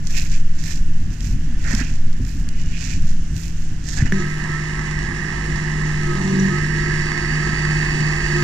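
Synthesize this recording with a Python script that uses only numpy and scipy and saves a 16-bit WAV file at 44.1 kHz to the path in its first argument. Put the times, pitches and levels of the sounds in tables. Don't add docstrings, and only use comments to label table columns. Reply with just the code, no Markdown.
import sys
import numpy as np
from scipy import signal
from scipy.fft import rfft, irfft, next_fast_len
from scipy.io import wavfile
from scipy.ndimage import uniform_filter1d

SR = 44100
rng = np.random.default_rng(int(sys.argv[2]) if len(sys.argv) > 2 else 0)


def undo_db(level):
    steps = np.asarray(level, float) / 20
    return 10 ** steps


def master(y):
    cut = np.clip(np.atleast_2d(y).T, -1, 1)
    pcm = np.round(cut * 32767)
    wavfile.write(sys.argv[1], SR, pcm.astype(np.int16))


N = 371763
SIZE = next_fast_len(N)
HZ = np.maximum(np.arange(SIZE // 2 + 1) * SR / SIZE, 1)
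T = np.arange(N) / SR
CHANGE_S = 4.1225

STROKE_S, STROKE_EVERY_S = 6.37, 2.31
SAG, SAG_IN_S, SAG_OUT_S = .055, .19, .12

# [t/s, f/Hz]
AHEAD_TONE = [
    (0, 158.5),
    (1.0, 158.7),
    (1.78, 149.8),
    (2.3, 164.5),
    (2.9, 169.7),
    (3.5, 163.1),
    (4.03, 149.2),
    (4.12, 155),
]
AHEAD_TONE_DB, DRONE_DB, DRONE_LOAD_DB = -35.5, -46, 3
# [t/s, length/s, level/dB]
CHAIN_RUNS = [
    (2.454, 0.53, -51),
    (4.0, .12, -50),
]
# [f/Hz, level/dB]
FAR_LEFT = [(300, 3.8), (500, -12.7), (800, -19.6), (1150, -16.8), (1750, -12.7), (2300, -17.3),
            (2800, -17.4), (3800, -21.0), (6000, -23.2), (8500, -38.5), (12000, -40.5), (15000, -39.4)]
FAR_RIGHT = [(300, 5.0), (560, -14.4), (750, -7.1), (1150, -14.1), (1750, -0.8), (2300, -8.6), (2800, -3.5),
             (3800, -11.7), (6500, -6.6), (8500, -18.0), (12000, -32.0), (15000, -35.5)]
# [f/Hz, share/1]
FAR_ALIKE = [(300, 0.45), (700, 0.18), (1800, 0.79), (4000, 0.1), (9000, 0.16)]

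# [t/s, level/dB]
SWINGS = [(.15, -15.5), (.45, -8), (.9, -9.5), (1.45, -13.5), (1.65, -19.5), (2.05, -9), (2.38, -20),
          (2.62, -12.5), (3.12, -10), (3.65, -14.5), (4.09, -19), (4.4, -28), (5.05, -32), (5.5, -34),
          (6.05, -22), (7.0, -28)]
SWING_S, STILL_DB = 0.12, -34
# [t/s, level/dB]
GUSTS = [(.12, -31), (1.1, -27), (1.3, -27.5), (1.78, -24), (2.4, -30.5), (2.97, -30), (4.04, -24.5),
         (5.95, -33.5), (8.3, -34)]
GUST_S, BREEZE_WALKING_DB, BREEZE_STANDING_DB = 0.072, -31, -37
# [f/Hz, level/dB]
BUFFET_SPECTRUM = [(22, -5.5), (35, -5.5), (60, -11.5), (130, -18.5), (250, -25.5), (320, -34.5),
                   (500, -80)]

# [t/s, length/s, crunch level/dB, rustle rel. level/dB, hollow-stalk ring rel. level/dB]
STEPS = [(0.102, .16, -33.5, -16, -6.5), (0.298, 0.074, -37, -21, -4.5), (0.57, 0.065, -42.5, -20, -12),
         (0.63, .14, -35.5, -17, -6), (1.12, 0.047, -44, -18, -3), (1.202, 0.13, -41, -14.5, -1.5),
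         (1.652, 0.19, -33, -22, -5), (1.82, 0.14, -42, -21, -1.5), (2.24, 0.17, -45, -13, -4),
         (2.53, 0.32, -46.5, -28, -2), (2.772, 0.2, -36, -23, -4.5), (3.04, 0.1, -46, -19, -7),
         (3.35, .15, -42, -13, -6.5), (3.55, 0.1, -49, -15, -8), (3.882, 0.14, -32, -25, -13),
         (4.0, 0.16, -42.5, -28, 4)]
# [t/s, length/s, level/dB]
DRAGS = [
    (1.647, 0.055, -27),
    (1.709, .055, -26),
    (1.78, .07, -31),
    (1.86, .08, -47),
    (2.465, .02, -39.5),
    (3.969, 0.067, -28),
    (4.05, 0.066, -32.5),
]
# [t/s, peak level/dB]
SNAPS = [(0.071, -8.5), (0.0902, -42), (0.1096, -29), (0.1971, -6), (0.6005, -30), (0.6392, -11),
         (0.6823, -32), (0.7755, -26), (1.1127, -31), (1.1947, -30), (1.2068, -12), (1.2361, -29),
         (1.642, -15), (1.75, -1.5), (2.0158, -31), (2.1301, -22), (2.25, -18), (2.2862, -34),
         (2.4888, -10.5), (2.7916, -27), (2.809, -13), (2.8754, -15), (3.0301, -31), (3.0904, -27),
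         (3.3655, -14), (3.4337, -18), (3.8877, -7.5), (3.9359, -26)]
# [f/Hz, level/dB]
STRAW_LEFT = [(600, -12.7), (1150, -12.6), (1800, -6.8), (2400, -11.0), (3800, -10.1), (5800, -8.7),
              (7300, -16.7), (8500, -25.0), (11000, -27.6), (12500, -28.2), (15000, -28.8)]
STRAW_RIGHT = [(600, -8), (1150, -6), (1800, 13), (2400, 1), (3800, -0.5), (5800, 5), (7300, 5.3),
               (8500, -6.5), (11000, -15.5), (12500, -12.5), (15000, -18)]
STRIDE_ATTACK_DB_S, STRIDE_RELEASE_DB_S, DOME_DB = 257, 217, 6.5
DRAG_ATTACK_DB_S = 1200
SCUFF_DB = -7
WEIGHT_DB = -14.5
HOLLOW_HZ, HOLLOW_OCTAVES = 2516, .1

# [t/s, peak level/dB, f/Hz, decay to -60
# dB/s]
KNOCKS = [(1.03, -16, 80, .1), (1.735, -9, 215, .08), (1.81, -16, 260, .06), (2.06, -18, 110, .1),
          (2.2, -20, 250, .15), (4.0235, 8, 100, .035), (4.05, -18, 240, .05), (4.1228, -4, 1750, .014),
          (4.1225, -22, 5200, .004), (5.94, -16, 65, .08), (7.945, -38, 8200, .05)]

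# [t/s, clatter level/dB, ninth-order level/dB, third-order level/dB]
ENGINE = [
    (4.12, -32.5, -25, -40),
    (4.7, -32.5, -26.5, -32),
    (5.3, -33, -29.5, -30.5),
    (6.1, -33.5, -22, -30),
    (6.7, -29.5, -21, -29),
    (7.1, -30, -25.5, -34),
    (7.5, -31, -23, -27),
    (8.43, -32, -21.5, -29),
]
FAR_M, NEAR_M = 29.1, 16.46
NINTH_HZ, NINTH_DRIFT_HZ_S = 152.95, -.3
BEAT_HZ, BEAT_S, BEAT_FROM_S, BEAT_DB = 2.9, 7.35, 7.07, 3
CYLINDERS_DB = [5, -5, 1.5, -3, -0.5, -4.5]
# [order of the cam shaft/1, level/dB]
ORDERS = [(1, -55), (6, -41), (7, -43), (10, -46), (18, -47), (20.3, -37.5), (21.3, -40.5), (24.5, -47.5),
          (26.3, -49), (54.6, -47), (65.7, -74), (115.7, -34.5)]
BONNET = (353, 2.6, 13.9)
GROAN_HZ, GROAN_DB, GROAN_IN_S, GROAN_OUT_S, GROAN_IDLE_DB = 191.2, -15, 0.067, 0.033, -42
MESH_ORDER, MESH_DB = 77.15, -52.5
MESH_CASE = (1270, 18, 15)
# [f/Hz, width/Hz, level/dB]
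RATTLE = [
    (4060, 520, -17.5),
    (5900, 92, -8),
    (6950, 200, -12.5),
]
# [f/Hz, width/Hz, level/dB, t half way in/s]
WHINES = [
    (2600, 70, -8, 7.2),
    (4620, 150, -10, 6.8),
    (5500, 70, -18, 4.0),
    (7100, 120, -17, 7.4),
    (15150, 120, -40, 7.6),
]
TURBO_HZ, BOOST_HZ, BOOST_LAG_S, BOOST_FADE_S = 9400, 1800, .12, 1.2
# [f/Hz, level/dB]
NEAR_BASS = [(40, -7), (120, 19), (210, 23.5), (300, 14.5), (370, 16.5)]
# [f/Hz, level/dB]
NEAR_LEFT = [(450, 2), (600, 0), (950, -1), (1300, 2), (1700, 10), (1900, 2), (2600, 7), (3200, -6),
             (4000, -10), (4700, -7), (6000, -11), (8200, -28), (11000, -32), (15000, -33)]
NEAR_RIGHT = [(450, 9), (680, 6), (920, 10), (1300, 7), (1600, 19), (1800, 22), (2000, 20), (2600, 7),
              (3250, -4), (4600, 0), (7000, 0), (8600, -9), (12000, -27.5), (15000, -30)]
# [f/Hz, share/1]
NEAR_ALIKE = [(400, .99), (700, .9), (1800, .88), (2600, .75), (5000, .5), (9000, .3)]
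# [f/Hz, phase/rad]
LEFT_LEAD = [(0, 0), (690, -1.6), (950, -4.8), (1810, -6.9), (2150, -10.0), (2670, -9.4), (3010, -5.1),
             (3620, -6.0), (5000, -3.8), (5770, -7.9), (9730, -20.6), (12100, -13.4), (15200, 0.8),
             (15900, -1.1)]
# [f/Hz, width/Hz, level/dB]
GROUND_DIPS = [
    (547, 34, -2.5),
    (1437, 71, -13.5),
    (2300, 124, -9.5),
]
# [f/Hz, width/Hz, level/dB]
HOUSING_LEFT = [
    (490, 35, -9),
    (835, 60, -11),
]
# [f/Hz, width/Hz, level/dB]
HOUSING_RIGHT = [
    (605, 38, -14),
]
TOP_HZ = 15350


def curves(table):
    s, *columns = np.transpose(table)
    return [np.interp(T, s, column) for column in columns]


def over_hz(table):
    hz, value = np.transpose(table)
    return np.interp(np.log(HZ), np.log(np.maximum(hz, 1)), value)


def filt(x, gain):
    return irfft(rfft(x, SIZE) * gain, SIZE)[..., :N]


def hump(hz, octaves):
    return np.exp(-.5 * (np.log2(HZ / hz) / octaves) ** 2)


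def bell(hz, at, width, db):
    return db * np.exp(-.5 * ((hz - at) / width) ** 2)


def high_pass(hz):
    return 1 - 1 / (1 + (HZ / hz) ** 8)


def unit(x, lo_hz, hi_hz):
    band = rfft(np.atleast_2d(x).mean(axis=0), SIZE)[(HZ > lo_hz) & (HZ < hi_hz)]
    return x / np.sqrt(2 * np.sum(np.abs(band) ** 2) / SIZE / N)


def walk(rate):
    knots = np.arange(0, N / SR + 1, 1 / rate)
    return 1.4 * np.interp(T, knots, rng.standard_normal(len(knots)))


def tone(hz, db, wobble_db=1.0):
    phase = 2 * np.pi * np.cumsum(hz) / SR
    return np.sqrt(2) * undo_db(db + wobble_db * walk(9)) * np.sin(phase)


def narrow(hz, width):
    x = irfft(bell(HZ, hz, width, 1) * np.exp(2j * np.pi * rng.random(len(HZ))), SIZE)[:N]
    return x / x.std()


def panels(depth_db, width_hz):
    k = int(width_hz * SIZE / SR)
    ripple = uniform_filter1d(uniform_filter1d(rng.standard_normal(len(HZ)), k), k)
    return undo_db(depth_db * ripple / ripple.std() * (HZ > 500))


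def ports(both, own, left, right, alike, lead=0):
    share = np.clip(over_hz(alike), 0, 1)
    gain = undo_db(over_hz(left))
    common = filt(both, gain * share * np.exp(1j * lead))
    separate = filt(own, gain * np.sqrt(1 - share ** 2))
    return np.array([common + separate, filt(both, undo_db(over_hz(right)))])


def split(x, edges_hz, levels_db):
    steps_up = [1 / (1 + (HZ / hz) ** 8) for hz in edges_hz] + [1]
    bands = zip(levels_db, [0] + steps_up, steps_up)
    return sum(undo_db(db) * filt(x, hi - lo) for db, lo, hi in bands)


def total_db(levels_db, floor_db=-90):
    return 10 * np.log10(undo_db(2 * floor_db) + sum(undo_db(2 * db) for db in levels_db))


def pressed(s, length, db, attack=STRIDE_ATTACK_DB_S):
    middle = np.clip(2 * (T - s) / length - 1, -1, 1)
    ramp = attack * np.maximum(s - T, 0) + STRIDE_RELEASE_DB_S * np.maximum(T - s - length, 0)
    return db - DOME_DB * middle ** 2 - ramp


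def swells(rows, width, floor_db):
    return total_db([db - 6 * ((T - s) / width) ** 2 for s, db in rows], floor_db)


def stroke(before, after, late=0):
    age = (T - STROKE_S - late + STROKE_EVERY_S / 2) % STROKE_EVERY_S - STROKE_EVERY_S / 2
    return age / np.where(age < 0, before, after)


def load():
    return np.exp(-.5 * stroke(SAG_IN_S, SAG_OUT_S) ** 2)


def ahead():
    hz, = curves(AHEAD_TONE)
    strain = load()
    air = filt(rng.standard_normal((2, N)), panels(0.95, 40))
    drone = ports(*air, [(150, -25)] + FAR_LEFT, [(150, -12)] + FAR_RIGHT, FAR_ALIKE)
    breath_db = [0.14 * walk(6.5), 0.43 * walk(8.85), 0.74 * walk(5.87) - 2.5,
                 .8 * walk(8.56) - 5.5, 2.3 * walk(4.92) - 1.5, -7]
    drone = split(unit(drone, 500, 8400), (1300, 2120, 3200, 5840, 9400), breath_db)
    whirr_db = total_db([pressed(*run) for run in CHAIN_RUNS])
    whirr = unit(filt(air[0], hump(2890, 0.031)), 500, 9000) * undo_db([[-12], [0]])
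    exhaust = tone(hz * (1 + 0.0095 * walk(12)), AHEAD_TONE_DB + 3 * strain, wobble_db=1.5)
    return undo_db(DRONE_DB + DRONE_LOAD_DB * strain) * drone + undo_db(whirr_db) * whirr + exhaust


def wind():
    breeze_db = np.where(T < CHANGE_S, BREEZE_WALKING_DB, BREEZE_STANDING_DB)
    buffet_db = swells(GUSTS, GUST_S, breeze_db)
    sway = tone(11 * (1 + 0.13 * walk(6.3)), swells(SWINGS, SWING_S, STILL_DB), wobble_db=-1.5)
    gusts = rng.standard_normal((2, N)) * undo_db(1.86 * walk(24.957))
    mid, side = filt(gusts, undo_db(over_hz(BUFFET_SPECTRUM)) * (HZ > 22))
    return sway + undo_db(buffet_db) * unit(mid + .12 * side * np.array([[1], [-1]]), 58, 135)


def crackle(rate, spread_db):
    count = int(2 * rate * N / SR)
    out = np.zeros(2 * N)
    size_db = np.minimum(spread_db * rng.exponential(size=count), 12)
    out[rng.integers(0, 2 * N, size=count)] = rng.standard_normal(count) * undo_db(size_db)
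    return out.reshape(2, N) / out.std()


def snaps():
    blows = np.zeros((2, N))
    for s, db in SNAPS:
        k = int(s * SR)
        burst = rng.standard_normal((2, 300)) * np.exp(-np.arange(300) / 70)
        blows[:, k:k + 300] += undo_db(db) * burst
    thin = high_pass(2150) - .4 * high_pass(8800) + .3
    return undo_db(-10) * filt(ports(*blows, STRAW_LEFT, STRAW_RIGHT, FAR_ALIKE), thin)


def steps():
    straw_db = total_db([pressed(s, length, db) for s, length, db, *_ in STEPS], -54.5)
    ring_db = total_db([pressed(s, length, db + hollow_db) for s, length, db, _, hollow_db in STEPS], -75)
    ring_db = ring_db - 4.5 + 2.6 * walk(20)
    rustle_db = total_db([pressed(s, length, db + fine_db) for s, length, db, fine_db, _ in STEPS], -71.5)
    heels_db = [pressed(*drag, DRAG_ATTACK_DB_S) for drag in DRAGS]
    scuff_db = total_db([straw_db + SCUFF_DB] + heels_db)
    hollow = 1 + 1.64 * hump(HOLLOW_HZ, HOLLOW_OCTAVES)
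    # level, reference band/Hz, resonance
    layers = [(scuff_db + WEIGHT_DB, (450, 1200), 1), (scuff_db, (1400, 2200), 1),
              (ring_db, (2200, 3300), hollow), (straw_db, (3500, 9000), 1), (rustle_db, (9500, 15000), 1)]
    shares = [high_pass(hz) for hz in (380, 1300, 2150, 3300, 8800)] + [0]
    press_db = 1.6 * walk(45)
    crush = 0
    for (db, span, resonance), above, beyond in zip(layers, shares, shares[1:]):
        cracks = crackle(3500, spread_db=5.0) + 0.54 * rng.standard_normal((2, N))
        straw = ports(*(cracks * undo_db(press_db)), STRAW_LEFT, STRAW_RIGHT, FAR_ALIKE)
        crush = crush + undo_db(db) * filt(unit(straw, *span), (above - beyond) * resonance)
    return crush + snaps()


def bumps():
    out = np.zeros((2, N))
    age = T[:SR // 4]
    for s, db, hz, t60 in KNOCKS:
        k = int(s * SR)
        onset = np.tanh(3 * hz * age) ** 2
        ring = undo_db(db - 60 * age / t60) * np.sin(2 * np.pi * hz * age) * onset
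        out[:, k:k + len(age)] += ring * np.array([[1 / (1 + hz / 1500)], [1]])
    return out


def nearness():
    return 20 * np.log10(FAR_M / np.interp(T, [CHANGE_S, N / SR], [FAR_M, NEAR_M]))


def cam_speed():
    return (NINTH_HZ + NINTH_DRIFT_HZ_S * (T - CHANGE_S)) * (1 - SAG * load()) / 9


def clatter_level():
    return curves(ENGINE)[0] + nearness() - 1.5 * load()


def groan_level():
    peak_db = GROAN_DB + nearness() - 3.0 - stroke(GROAN_IN_S, GROAN_OUT_S, 0.043) ** 2
    return total_db([peak_db], GROAN_IDLE_DB)


def clatter(lead):
    strain, near_db, clatter_db = load(), nearness(), clatter_level()
    firing = np.cumsum(6 * cam_speed()) / SR
    cycle = firing.astype(int)
    scatter_db = 3.0 * np.clip(rng.standard_normal(N // 300), -2, 2)
    knock_db = np.take(CYLINDERS_DB, cycle % 6) + scatter_db[cycle]
    gate = 2.1 + undo_db(knock_db) * np.exp(-(firing % 1) / 0.29)
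    noise = filt(gate * rng.standard_normal((2, N)), panels(1.0, 40))
    noise = ports(*noise, NEAR_BASS + NEAR_LEFT, NEAR_BASS + NEAR_RIGHT, NEAR_ALIKE, lead)
    housings = (HOUSING_LEFT, HOUSING_RIGHT)
    dips = undo_db([sum(bell(HZ, *dip) for dip in GROUND_DIPS + port) for port in housings])
    noise = unit(filt(noise, dips), 1300, 2250)
    rumble_db = -44.5 + 1.1 * near_db + 6.5 * strain - clatter_db
    growl_db = -42.5 + 1.01 * near_db - clatter_db
    hiss_db = -42.5 + 1.1 * near_db + 1.5 * strain - clatter_db
    bands_db = [rumble_db + 6.5 + 1.4 * walk(8), growl_db + 11.5 + 1.0 * walk(9),
                0.5 * walk(14), hiss_db + 11.0 + .5 * walk(25)]
    return undo_db(clatter_db) * split(noise, (600, 1420, 2330), bands_db)


def exhaust_orders():
    strain, cam_hz = load(), cam_speed()
    _, ninth_db, third_db = curves(ENGINE)
    throb = np.cos(2 * np.pi * BEAT_HZ * (T - BEAT_S)) / (1 + np.exp((BEAT_FROM_S - T) / .15))
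    lines = tone(9 * cam_hz, ninth_db - 3 * strain + BEAT_DB * throb, wobble_db=0.84)
    lines = lines + tone(3 * cam_hz, third_db - 8 * strain, wobble_db=-1.0)
    base_db = clatter_level() + 27.5
    for order, db in ORDERS:
        hz = order * cam_hz
        lines = lines + tone(hz, db + base_db + bell(hz, *BONNET), wobble_db=1)
    return lines


def groan():
    hz, db = GROAN_HZ * (cam_speed() / 16.05) ** .4, groan_level()
    return tone(hz, db, wobble_db=.5) + tone(2 * hz, 1.2 * db - 7, wobble_db=1)


def gear_mesh():
    hz = MESH_ORDER * cam_speed()
    resonance_db = bell(hz, *MESH_CASE)
    db = MESH_DB + 1.2 * nearness() + resonance_db - 18 * load() ** 2 + 2.4 * walk(6)
    return tone(hz * (1 + .0025 * walk(25)), db + 3, wobble_db=3)


def rattle():
    sheets = sum(undo_db(db) * narrow(hz, width) for hz, width, db in RATTLE)
    return sheets * undo_db(.9 * groan_level() - 16 + 5 * walk(40))


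def whines():
    bands = 0
    for hz, width, db, s in WHINES:
        bands = bands + undo_db(db) * narrow(hz, width) / (1 + np.exp((s - T) / .25))
    return undo_db(clatter_level()) * bands


def turbo():
    rise = np.exp(-.5 * stroke(0.22, 1, BOOST_LAG_S) ** 2)
    rise = np.where(stroke(1, 1, BOOST_LAG_S) < 0, rise, 0)
    since_s = (T - STROKE_S - BOOST_LAG_S) % STROKE_EVERY_S
    boost = np.maximum(rise, 1 / (1 + (since_s / BOOST_FADE_S) ** 2))
    hz = (TURBO_HZ + BOOST_HZ * boost) * (1 + .007 * walk(90))
    return tone(hz, -68.5, wobble_db=3) * undo_db([[-3], [0]])


def tractor():
    lead = np.interp(HZ, *np.transpose(LEFT_LEAD))
    lines = exhaust_orders() + groan() + gear_mesh() + rattle() + whines()
    shade_db = over_hz(NEAR_BASS + NEAR_LEFT) - over_hz(NEAR_BASS + NEAR_RIGHT)
    left_lines = filt(lines, undo_db(shade_db) * np.exp(1j * lead))
    return clatter(lead) + np.array([left_lines, lines]) + turbo()


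def scene():
    return np.where(T < CHANGE_S, ahead() + steps(), tractor()) + wind() + bumps()


def roll_off(x):
    return signal.sosfilt(signal.butter(12, 16380, fs=SR, output="sos"), x)


def record(dry):
    soft = np.tanh(.6 * dry) / .6
    return roll_off(filt(soft, HZ < TOP_HZ))


dry = scene()
out = record(dry)
master(out)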